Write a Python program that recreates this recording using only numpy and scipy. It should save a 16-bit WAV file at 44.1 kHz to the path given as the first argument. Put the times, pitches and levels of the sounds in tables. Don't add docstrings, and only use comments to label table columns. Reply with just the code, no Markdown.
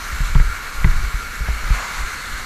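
import sys
import numpy as np
from scipy import signal
from scipy.fft import rfft, irfft, next_fast_len
from scipy.io import wavfile
from scipy.ndimage import uniform_filter1d, minimum_filter1d, map_coordinates

SR = 44100
rng = np.random.default_rng(int(sys.argv[2]) if len(sys.argv) > 2 else 0)


def generate_wav(sig):
    pcm = np.round(np.clip(np.atleast_2d(sig).T, -1, 1) * 32767).astype(np.int16)
    wavfile.write(sys.argv[1], SR, pcm)


N = 108045


def amp(db):
    return 10 ** (np.asarray(db) / 20)


def unit(x):
    return x / np.sqrt(np.mean(x ** 2) + 1e-20)


def curves(rows):
    times, *columns = np.transpose(rows)
    return [np.interp(np.arange(N) / SR, times, column) for column in columns]


def wobble(rate):
    knots = rng.standard_normal(int(N * rate / SR) + 4)
    return map_coordinates(knots, [np.arange(N) * rate / SR])


def filtered(x, response):
    size = next_fast_len(N + SR // 2)
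    return irfft(rfft(x, size) * response(np.fft.rfftfreq(size, 1 / SR)), size)[:N]


def coloured(x, spectrum):
    f, db = np.transpose(spectrum)
    return unit(filtered(x, lambda hz: amp(np.interp(np.log(hz + 1), np.log(f), db, right=-120))))


def patchy(depth_db):
    spectra = signal.stft(rng.standard_normal(N), nperseg=512)[2]
    field = uniform_filter1d(rng.standard_normal(spectra.shape), size=7, axis=0)
    field = uniform_filter1d(field, size=16, axis=1)
    return signal.istft(spectra * amp(depth_db * unit(field)), nperseg=512)[1][:N]


def add(track, start_s, sound):
    part = track[round(start_s * SR):][:len(sound)]
    part += sound[:len(part)]


def fire():
    # f/Hz, relative level/dB
    roar_spectrum = [(20, -6), (60, 4.5), (120, -3), (220, -2), (320, -9), (420, -7), (550, -8.5),
                     (800, -19), (1500, -58)]
    level_db = -43 + 1.05 * wobble(rate=11.65)
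    return amp(level_db) * coloured(rng.standard_normal(N), roar_spectrum)


def wind():
    # f/Hz, relative level/dB
    buffet_spectrum = [(8, -13.5), (18, 4), (28, 4.5), (50, -5), (70, -8), (92, -19), (150, -24),
                       (400, -61)]
    # t/s, level/dB
    gusts = [(0, -28.5), (.22, -30.5), (.3, -21.5), (.42, -17), (.54, -26), (.62, -34), (.76, -27.5),
             (.95, -13), (1.1, -28.5), (1.27, -34.5), (1.35, -30), (1.58, -33), (1.68, -23), (1.86, -37.5),
             (2.05, -24.5), (2.2, -40.5), (2.33, -24), (2.45, -40)]
    gust_db, = curves(gusts)
    level_db = gust_db + 1.7 * wobble(rate=13.53)
    return amp(level_db) * coloured(rng.standard_normal(N), buffet_spectrum)


def drops():
    drops_per_s, decay_cycles = 350, 1.2
    faintest_db, spread_db = -54, 4
    out, t = np.zeros(N), np.arange(SR // 200) / SR
    for when, pitch, size in rng.random((int(drops_per_s * N / SR), 3)):
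        hz = 1500 * 8 ** pitch
        ring = np.sin(2 * np.pi * hz * t) * np.exp(-t * hz / decay_cycles)
        level_db = faintest_db - spread_db * np.log(1 - size)
        add(out, when * (N - 1) / SR, amp(level_db) * ring)
    return out


def clacks():
    # t/s, f/Hz, level/dB
    taps = [(.203, 1400, -24), (.3535, 1000, -15), (.359, 1330, -14), (.399, 1550, -18), (.3995, 2150, -21),
            (.8443, 1980, -5.5), (.847, 1020, -18), (1.486, 600, -25)]
    attack_s, t60_s = 0.0004, 0.015
    out, t = np.zeros(N), np.arange(SR // 20) / SR
    for start_s, hz, db in taps:
        envelope = amp(db - 60 * t / t60_s) * (1 - np.exp(-t / attack_s))
        add(out, start_s, envelope * np.sin(2 * np.pi * hz * t))
    return out


def jolts():
    # t/s, sway f/Hz, sway relative level/dB, sway T60/s, shell level/dB, scuff level/dB
    impacts = [(0.125, 56.7, -18.5, 0.15, -46, -55), (.203, 33.5, -12.5, 0.27, -21, -28.5),
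               (0.353, 26.6, -5, 0.32, -10, -21), (.398, 41.1, -12, 0.25, -16, -21.5),
               (0.8443, 32.5, 1.5, 0.076, -7, -15), (0.939, 28.8, -7.5, 0.26, -29, -36),
               (1.04, 43.3, -11, 0.15, -40, -50), (1.14, 39, -12.5, 0.15, -29.5, -38),
               (1.405, 48.7, -14.5, .16, -27.5, -33), (1.484, 53.5, -14, 0.28, -27, -21.5),
               (1.635, 31.5, -16.5, 0.23, -36, -57), (1.703, 43, -6, 0.18, -17.5, -28),
               (1.996, 49.3, -18, 0.186, -40, -55)]
    # f/Hz, relative level/dB, T60/s
    shell_modes = [(74.4, 0.5, 0.14), (123.6, 3, 0.1), (146.3, -1.5, .12), (165, -15, 0.18),
                   (321.5, -17, 0.11), (383, -20, 0.11), (607, -20, 0.056)]
    # f/Hz, relative level/dB
    scuff_spectrum = [(150, 1.5), (350, 0.5), (600, -6), (1000, -2.5), (1400, -2), (2000, 1), (2700, -17.5),
                      (3700, -12), (6000, -30), (12000, -50)]
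    sway_attack_s, shell_attack_s, scuff_t60_s = 0.0082, 0.0036, 0.035
    padding_hz = 4500
    thuds, scuff_envelope, t = np.zeros(N), np.zeros(N), np.arange(SR // 3) / SR
    for start_s, sway_hz, sway_db, sway_t60, shell_db, scuff_db in impacts:
        sway = np.sin(2 * np.pi * sway_hz * t) * amp(sway_db - 60 * t / sway_t60)
        sway *= 1 - np.exp(-t / sway_attack_s)
        shell = np.zeros(len(t))
        for hz, db, t60 in shell_modes:
            detuned_hz = hz * (1 + 0.052 * rng.standard_normal())
            shell += amp(shell_db + db - 60 * t / t60) * np.sin(2 * np.pi * detuned_hz * t)
        shell *= 1 - np.exp(-t / shell_attack_s)
        add(thuds, start_s, shell - 2 * sway)
        add(scuff_envelope, start_s, amp(scuff_db - 60 * t / scuff_t60_s))
    scuffs = scuff_envelope * coloured(rng.standard_normal(N), scuff_spectrum)
    return filtered(thuds + scuffs, lambda hz: 1 / (1 + (hz / padding_hz) ** 4))


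def spray():
    # t/s, relative level/dB of the rush, of the middle, of the hiss
    band_levels = [(0, -38, -32.5, -37.8), (.15, -40.5, -32, -37.5), (.42, -41, -34, -40),
                   (.65, -40, -32.5, -39), (.95, -39.5, -33, -38.5), (1.25, -45, -33, -39.5),
                   (1.6, -41.5, -32.3, -39.5), (1.8, -32, -28, -35.5), (1.92, -35.5, -30.5, -35),
                   (2.15, -39.5, -31.5, -36.5), (2.45, -43.5, -32, -38)]
    # t/s, relative level/dB
    fizz_levels = [(0, -46.5), (.2, -47.2), (.4, -49.3), (.65, -46.8), (1.15, -47), (1.45, -48),
                   (1.85, -46.5), (2.45, -48.3)]
    # f/Hz, relative level/dB
    rush_spectrum = [(250, -18.5), (500, -12), (680, -8), (880, -4), (1130, 2), (1300, -0.5), (1800, -45)]
    middle_spectrum = [(800, -23), (1100, -10.5), (1320, -1), (1450, 0), (1650, -1.5), (1900, -5),
                       (2250, -6), (2500, -10.5), (2750, -10), (3500, -23.5), (5000, -67)]
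    hiss_spectrum = [(2000, -21.5), (2900, -4), (3400, -1), (3900, 2.5), (4300, 0.5), (4900, -1.5),
                     (5400, -3), (6100, 0), (7600, -1.5), (8500, -6), (9800, -8.5), (12000, -26)]
    fizz_spectrum = [(8000, -41), (9500, -20.5), (10600, 1.5), (11600, 4.5), (12800, 0), (14200, -4),
                     (15400, -6.5)]
    # f/Hz, half-width/Hz, level before the shift/dB, level after it/dB
    case_resonances = [(1395, 32, -38.5, -44), (2239, 72, -41.5, -43.5), (2077, 68, -51, -39.5),
                       (4286, 154, -49.5, -44.5)]
    shift_start_s, shift_end_s, flutter_db = 1.35, 1.85, 0.62
    rush_db, middle_db, hiss_db = curves(band_levels)
    fizz_db, = curves(fizz_levels)
    rush = amp(rush_db + 0.5) * coloured(patchy(depth_db=-0.9), rush_spectrum)
    middle = amp(middle_db - 0.27) * coloured(patchy(depth_db=0.96), middle_spectrum)
    hiss = amp(hiss_db - 0.5) * coloured(patchy(depth_db=1.32), hiss_spectrum)
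    fizz = amp(fizz_db - 0.5) * coloured(patchy(depth_db=1.5), fizz_spectrum)
    out = rush + middle + hiss + fizz
    for hz, half_width, before_db, after_db in case_resonances:
        level_db, = curves([(shift_start_s, before_db), (shift_end_s, after_db)])
        case_ring = filtered(rng.standard_normal(N), lambda f: 1 / (1 + ((f - hz) / half_width) ** 2))
        out += amp(level_db) * unit(case_ring)
    return out * amp(flutter_db * wobble(rate=30.96))


def scene():
    return (spray() + drops() + fire() + wind() + jolts() + clacks())[None]


def record(dry):
    ceiling, limiter_s, top_hz = 0.95, 0.012, 15400
    span = int(limiter_s * SR)
    needed_gain = ceiling / np.maximum(np.abs(dry[0]), ceiling)
    smooth_gain = uniform_filter1d(minimum_filter1d(needed_gain, span), span)
    return filtered(dry[0] * smooth_gain, lambda hz: hz < top_hz)[None]


dry = scene()
out = record(dry)
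generate_wav(out)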